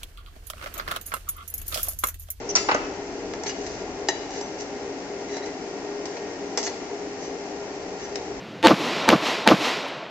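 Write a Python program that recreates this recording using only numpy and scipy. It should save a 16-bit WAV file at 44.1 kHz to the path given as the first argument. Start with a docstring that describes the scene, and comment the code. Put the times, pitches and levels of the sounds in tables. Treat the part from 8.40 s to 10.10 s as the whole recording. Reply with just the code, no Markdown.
"""Sandy pit by woods: three quick pistol shots, a few metres from a camera microphone that overloads on each crack.
A pressure jump, two ringing bands and a burst of gas make each crack; shaped noise and dull pulses answer it:
slaps off the ground and nearby things, a boom off the earth bank, then a long wash from the woods.
A hollow chord with a buzz swells just ahead of each crack, longest and with a rattle before the first.
Earlier gunfire hangs in the air as a fading roar of coloured noise."""
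import sys
import numpy as np
from scipy import signal
from scipy.fft import rfft, irfft
from scipy.io import wavfile
from scipy.ndimage import uniform_filter1d

SR = 44100
rng = np.random.default_rng(int(sys.argv[2]) if len(sys.argv) > 2 else 0)


def bounce(signal):
    """Save signal as a 16-bit WAV file at the path given by the first command-line argument."""
    frames = np.transpose(np.atleast_2d(signal))
    limited = np.clip(frames, -1, 1)
    pcm = np.round(limited * 32767).astype(np.int16)
    wavfile.write(sys.argv[1], SR, pcm)


N = 74970
T = np.arange(N) / SR
HZ = np.fft.rfftfreq(N, 1 / SR)

# Every colour table is a spectrum drawn through points: f/Hz, level/dB

# Roar of earlier gunfire in the air: colour
AIR_COLOUR = [(30, -14), (70, -8.5), (150, 1.5), (320, 1.5), (580, -2), (1000, -9.5), (3000, -13),
              (4500, -19.5), (7200, -30.5), (9300, -49), (11600, -39), (15000, -68)]
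AIR_START_DB, AIR_FADE_DB_PER_S = -38, 8
# Faint stereo hiss: colour
SIDE_COLOUR = [(30, -8), (400, -24), (2000, -17), (9200, -4), (11800, 6.5), (14000, -17)]
SIDE_DB = -62.5

# Clicks of the rattle ahead of the first shot: t/s, level/dB
RATTLE = [(0.2278, -15.5), (.2383, -14), (0.2488, -7.5), (.2600, -7)]
# One click: colour
RATTLE_COLOUR = [(100, -12), (600, -1), (3800, -1.5), (4700, -16), (5400, -13), (9000, -28), (15000, -35)]
RATTLE_DECAY_S, REBOUND_DELAY_S, REBOUND_DB = 0.0016, 0.0044, -3

# Swell ahead of each crack: end t/s, chord level/dB, length/s, extra level of low tones/dB, buzz level/dB
SWELLS = [(0.2695, -9.5, .028, 0.5, -17), (0.6893, -14, .011, -5, -25), (1.0758, -14.5, 0.012, -7, -28)]
# Tones of the chord: f/Hz, level/dB within the chord
TONES = [(328, 0.5), (430, -13), (517, -3), (700, -8.5), (894, 1.5), (1160, -11.5), (1545, -14),
         (1830, -12.5)]
# Buzz: colour
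BUZZ_COLOUR = [(100, -4), (400, 6), (1000, 1.5), (2200, -8), (4600, -1.5), (5200, -23.5), (9000, -21.5),
               (10000, -35)]
LOW_TONES_HZ, BUZZ_TOP_HZ, BUZZ_PERIOD_S = 600, 9600, 0.0108
SWELL_STEEPNESS, SWELL_STOP_S = 3.7, 0.0024

# Shots: t/s, crack gain/dB, near echo gain/dB, far wash gain/dB, far rumble gain/dB,
# climb of the wash to its crest/dB, fade of the wash after its crest/dB per s (negative grows)
SHOTS = [(0.2702, -1.5, 0, -4.5, 2.5, 5.5, -18), (0.6897, -.5, 0, 0.7, -3.5, 14, 40),
         (1.0752, -1, 1.5, 1, -2.5, 10.5, 40.5)]
# Ringing bands of each crack: low f/Hz, low level/dB, middle f/Hz, middle level/dB
CRACK_BANDS = [(780, -2.5, 1600, 0), (1020, -2.5, 1900, -1), (870, 3.5, 1470, -6)]
# Burst of gas: colour
GAS_COLOUR = [(40, -12.5), (500, -1), (2400, 1), (3100, -7.5), (3900, 2.5), (4600, -6.5), (7000, -14.5),
              (9000, -32), (12000, -23), (16000, -27)]
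BLAST_S, BLAST_DB = 0.00046, -5.5
GAS_DB, GAS_HOLD_S, GAS_FALL_S = -4, 0.0018, 0.00035
LOW_AT_S, MIDDLE_AT_S, BAND_HALF_LENGTH_S = 0.0008, 0.001316, 0.00077

# Slaps off the ground and nearby things: delay/s, level/dB, decay/s
SLAPS = [(.0036, -11, .0015), (.0075, -22, .003), (0.0112, -7.5, .0014), (0.0133, -6, .0012)]
# Slaps: colour
SLAP_COLOUR = [(50, -39), (600, 2), (1300, -7), (2900, 2), (4200, -12.5), (7000, -22.5), (9200, -47),
               (11800, -36), (15000, -60)]
SNAP_RISE_S = 0.00048
# Low echoes off the ground and the ledges of the bank: delay/s, level/dB, centre f/Hz, half length/s
KNOCKS = [(.006, -10.5, 240, .0036), (.015, -12, 480, .0023), (0.0295, -11.5, 554, .0024),
          (0.0395, -12, 1096, 0.0023), (.0473, -13, 290, .005), (.0675, -15.5, 194.7, .0065)]
# Spray off the rough foot of the bank, a single row: crest delay/s, level/dB, rise/s, decay/s
FOOT = (0.02, -19.5, 0.6, 0.0467)
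# Spray: colour
FOOT_COLOUR = [(40, -28), (140, 3.5), (700, 2.5), (3000, -5.5), (4500, -9.5), (7000, -20), (9200, -38.5),
               (11800, -24), (14500, -55)]
# Boom off the face of the bank: colour
BOOM_COLOUR = [(40, -29), (120, -9.5), (220, -2.5), (320, 4), (420, -3.5), (620, 2), (880, -9),
               (1200, -2.5), (1800, -18.5), (5000, -26), (15000, -87)]
BOOM_AT_S, BOOM_DB, BOOM_RISE_S, BOOM_DECAY_S = 0.0432, -10.5, 0.01, 0.014

# Wash from the woods: colour ahead of the treble loss
WASH_COLOUR = [(60, -55), (200, -14), (550, 1), (1100, -.5), (1600, -5), (2500, -2.04), (4000, -5.5),
               (5500, -11.5), (7500, -20.5), (8700, -29), (9200, -37), (10200, -31), (11900, -27),
               (13000, -41), (14200, -68)]
TREBLE_LOSS_DB_PER_S_KHZ = 5
WASH_DB, WASH_BEND_S, WASH_CREST_S, WASH_ONSET_DB = -24, 0.11, 0.18, -20
WASH_END_S, WASH_END_DB_PER_S = 0.35, 23.5  # from here on every wash dies at the same rate
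# Far rumble: colour
RUMBLE_COLOUR = [(25, -62), (60, -39), (120, -13), (280, 0.5), (430, -3), (630, -8), (1100, -12.5),
                 (5000, -48), (15000, -110)]
RUMBLE_AT_S, RUMBLE_DB, RUMBLE_RISE_S, RUMBLE_DECAY_S = 0.17, -31.5, 0.094, 0.31
# Dull separate returns off the hillsides: delay/s, level/dB, centre f/Hz, half length/s
RETURNS = [(.145, -27.5, 305, 0.018), (.2, -29, 280, .006), (.297, -28, 414, .011),
           (.368, -31.5, 580, .012), (.5, -41, 150, .012), (.555, -33.5, 655, 0.011)]

# Faint high tick after the last shot: t/s, level/dB
TICKS = [(1.482, -50.5)]
# Tick: colour
TICK_COLOUR = [(8500, -25), (10500, 4), (12500, -3), (15000, -16)]
TICK_DECAY_S = 0.0036

# Microphone response: f/Hz, level/dB
MIC = [(20, -18), (50, -9), (110, 0), (12000, 0), (14000, -9), (16000, -16)]
CLIP_TOP, CLIP_HARDNESS, TOP_HZ = 0.95, 4.4, 16400


def amp(db):
    """Decibels to gain."""
    return 10 ** (np.asarray(db) / 20)


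def unit(x):
    """Scale to rms 1."""
    return x / np.sqrt(np.mean(x ** 2) + 1e-20)


def colour(points):
    """Gain at every frequency, from (Hz, dB) points on a log axis."""
    f, db = np.transpose(points)
    return amp(np.interp(np.log(HZ + 1), np.log(f), db))


def noise(points):
    """Steady coloured noise of rms 1."""
    return unit(irfft(rfft(rng.standard_normal(N)) * colour(points), N))


def crest(at, db, rise, decay):
    """An envelope that rises smoothly to a crest and dies away."""
    before, after = np.minimum(T - at, 0), np.maximum(T - at, 0)
    return amp(db) * np.exp(-(before / rise) ** 2 - after / decay)


def snap(at, db, decay):
    """An envelope with a very quick attack."""
    t = np.maximum(T - at, 0)
    return amp(db) * (1 - np.exp(-(t / SNAP_RISE_S) ** 2)) * np.exp(-t / decay)


def scatter(envelope, points, count=3):
    """A dense noise burst, pulled in turn towards its colour and its outline in time."""
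    gain = colour(points)
    x = noise(points) * envelope
    outline = np.abs(uniform_filter1d(envelope ** 2, size=110))
    for _ in range(count):
        # even out the spectrum around the wanted colour
        z = rfft(x)
        power = np.abs(uniform_filter1d(np.abs(z / gain) ** 2, size=120))
        x = unit(irfft(z / np.sqrt(power + 1e-12), N))
        # restore the outline in time
        local_power = np.abs(uniform_filter1d(x ** 2, size=110))
        x = x * np.sqrt(outline / (local_power + 1e-4))
    return x * np.sqrt(np.sum(envelope ** 2) / np.sum(x ** 2))


def delayed(x, s):
    """x, starting s seconds later."""
    return np.pad(x, (max(round(s * SR), 0), 0))[:N]


def knock(at, db, hz, half_length):
    """A short rounded pulse, a cosine under a bell, with its weight around one frequency."""
    t = T - at
    return -amp(db) * np.cos(2 * np.pi * hz * t) * np.exp(-(t / half_length) ** 2)


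def air_roar():
    """Earlier gunfire still hanging in the air: coloured noise that fades steadily."""
    return amp(AIR_START_DB - AIR_FADE_DB_PER_S * T) * noise(AIR_COLOUR)


def side_hiss(mid):
    """A faint wide hiss whose level follows the loudness of the centre."""
    loudness = unit(np.sqrt(np.abs(uniform_filter1d(mid ** 2, size=900))))
    return amp(SIDE_DB) * loudness * noise(SIDE_COLOUR)


def rattle():
    """One short noise click and its rebound, repeated at nearly even spacing into the first shot."""
    click = scatter(snap(0, 0, RATTLE_DECAY_S), RATTLE_COLOUR)
    pair = click + amp(REBOUND_DB) * delayed(click, REBOUND_DELAY_S)
    return sum(amp(db) * delayed(pair, s) for s, db in RATTLE)


def swells():
    """A hollow chord of sines and a buzz of repeated noise grow ahead of each crack and stop as it hits."""
    out = np.zeros(N)
    for end, db, length, low_db, buzz_db in SWELLS:
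        ahead = np.maximum(end - T, 0)
        envelope = np.exp(-(ahead / length) ** SWELL_STEEPNESS) * np.minimum(ahead / SWELL_STOP_S, 1)
        chord = np.zeros(N)
        for hz, level in TONES:
            tone = np.sin(2 * np.pi * (hz * T + rng.random()))
            chord += amp(level + low_db * (hz < LOW_TONES_HZ)) * tone
        # a short piece of noise on repeat buzzes at its repetition rate
        period = noise(BUZZ_COLOUR)[:round(BUZZ_PERIOD_S * SR)]
        buzz = unit(np.resize(period, N))
        buzz = unit(irfft(rfft(buzz) * (HZ < BUZZ_TOP_HZ), N))
        out += envelope * (amp(db) * chord + amp(buzz_db) * buzz)
    return out


def crack(low_hz, low_db, middle_hz, middle_db):
    """The muzzle blast: a pressure jump and its suction, two briefly ringing bands and turbulent gas."""
    u = T / BLAST_S
    pressure = (1 - u) * np.exp(-u)
    blast = signal.lfilter(*signal.butter(2, 5000, fs=SR), pressure)
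    low = knock(LOW_AT_S, low_db, low_hz, BAND_HALF_LENGTH_S)
    middle = knock(MIDDLE_AT_S, middle_db, middle_hz, BAND_HALF_LENGTH_S)
    gas_envelope = amp(GAS_DB) * np.exp(-np.maximum(T - GAS_HOLD_S, 0) / GAS_FALL_S)
    return amp(BLAST_DB) * blast + low + middle + scatter(gas_envelope, GAS_COLOUR)


def pit():
    """The near answer: sharp slaps, dull knocks, a spray off the foot of the bank, a boom off its face."""
    slaps = scatter(sum(snap(*row) for row in SLAPS), SLAP_COLOUR)
    knocks = sum(knock(*row) for row in KNOCKS)
    spray = scatter(crest(*FOOT), FOOT_COLOUR)
    boom = scatter(crest(BOOM_AT_S, BOOM_DB, BOOM_RISE_S, BOOM_DECAY_S), BOOM_COLOUR)
    return slaps + knocks + spray + boom


def woods():
    """Countless small echoes as noise; the later they come, the more treble the air has taken."""
    hz, t, z = signal.stft(noise(WASH_COLOUR), SR, nperseg=256)
    # the colour is as drawn at 0.2 s, brighter before and duller after
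    loss_db = TREBLE_LOSS_DB_PER_S_KHZ * np.outer(hz / 10 ** 3, t - .2)
    return signal.istft(z * amp(-loss_db), SR, nperseg=256)[1][:N]


def wash_level_db(climb_db, fade):
    """The wash starts low, climbs to its crest, then follows its own fade and at last the common one."""
    level_db = np.interp(T, [0, WASH_BEND_S, WASH_CREST_S], [WASH_ONSET_DB, -climb_db, 0])
    level_db = level_db - fade * (np.clip(T, WASH_CREST_S, WASH_END_S) - WASH_CREST_S)
    return level_db - WASH_END_DB_PER_S * np.maximum(T - WASH_END_S, 0)


def shots():
    """Gun and camera stay put, so every shot meets the same echoes, at its own levels."""
    near, wash = pit(), woods()
    rumble = scatter(crest(RUMBLE_AT_S, RUMBLE_DB, RUMBLE_RISE_S, RUMBLE_DECAY_S), RUMBLE_COLOUR)
    hillsides = sum(knock(*row) for row in RETURNS)
    out = np.zeros(N)
    for shot, bands in zip(SHOTS, CRACK_BANDS):
        s, crack_db, near_db, wash_db, rumble_db, climb_db, fade = shot
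        far = amp(WASH_DB + wash_db + wash_level_db(climb_db, fade)) * wash
        far = far + amp(rumble_db) * rumble + hillsides
        out += delayed(amp(crack_db) * crack(*bands) + amp(near_db) * near + far, s)
    return out


def ticks():
    """A thin tick after the last shot: high noise with a quick attack and a short decay."""
    return sum(snap(s, db, TICK_DECAY_S) for s, db in TICKS) * noise(TICK_COLOUR)


def scene():
    """Everything sits in the centre, over the fading roar in the air; only a faint hiss has width."""
    mid = air_roar() + rattle() + swells() + shots() + ticks()
    side = side_hiss(mid)
    return np.array([mid + side, mid - side])


def record(dry):
    """The microphone flattens peaks, thins both ends of the spectrum and keeps nothing above its band limit."""
    clipped = dry / (1 + np.abs(dry / CLIP_TOP) ** CLIP_HARDNESS) ** (1 / CLIP_HARDNESS)
    return irfft(rfft(clipped) * colour(MIC) * (HZ < TOP_HZ), N)


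dry = scene()
out = record(dry)
bounce(out)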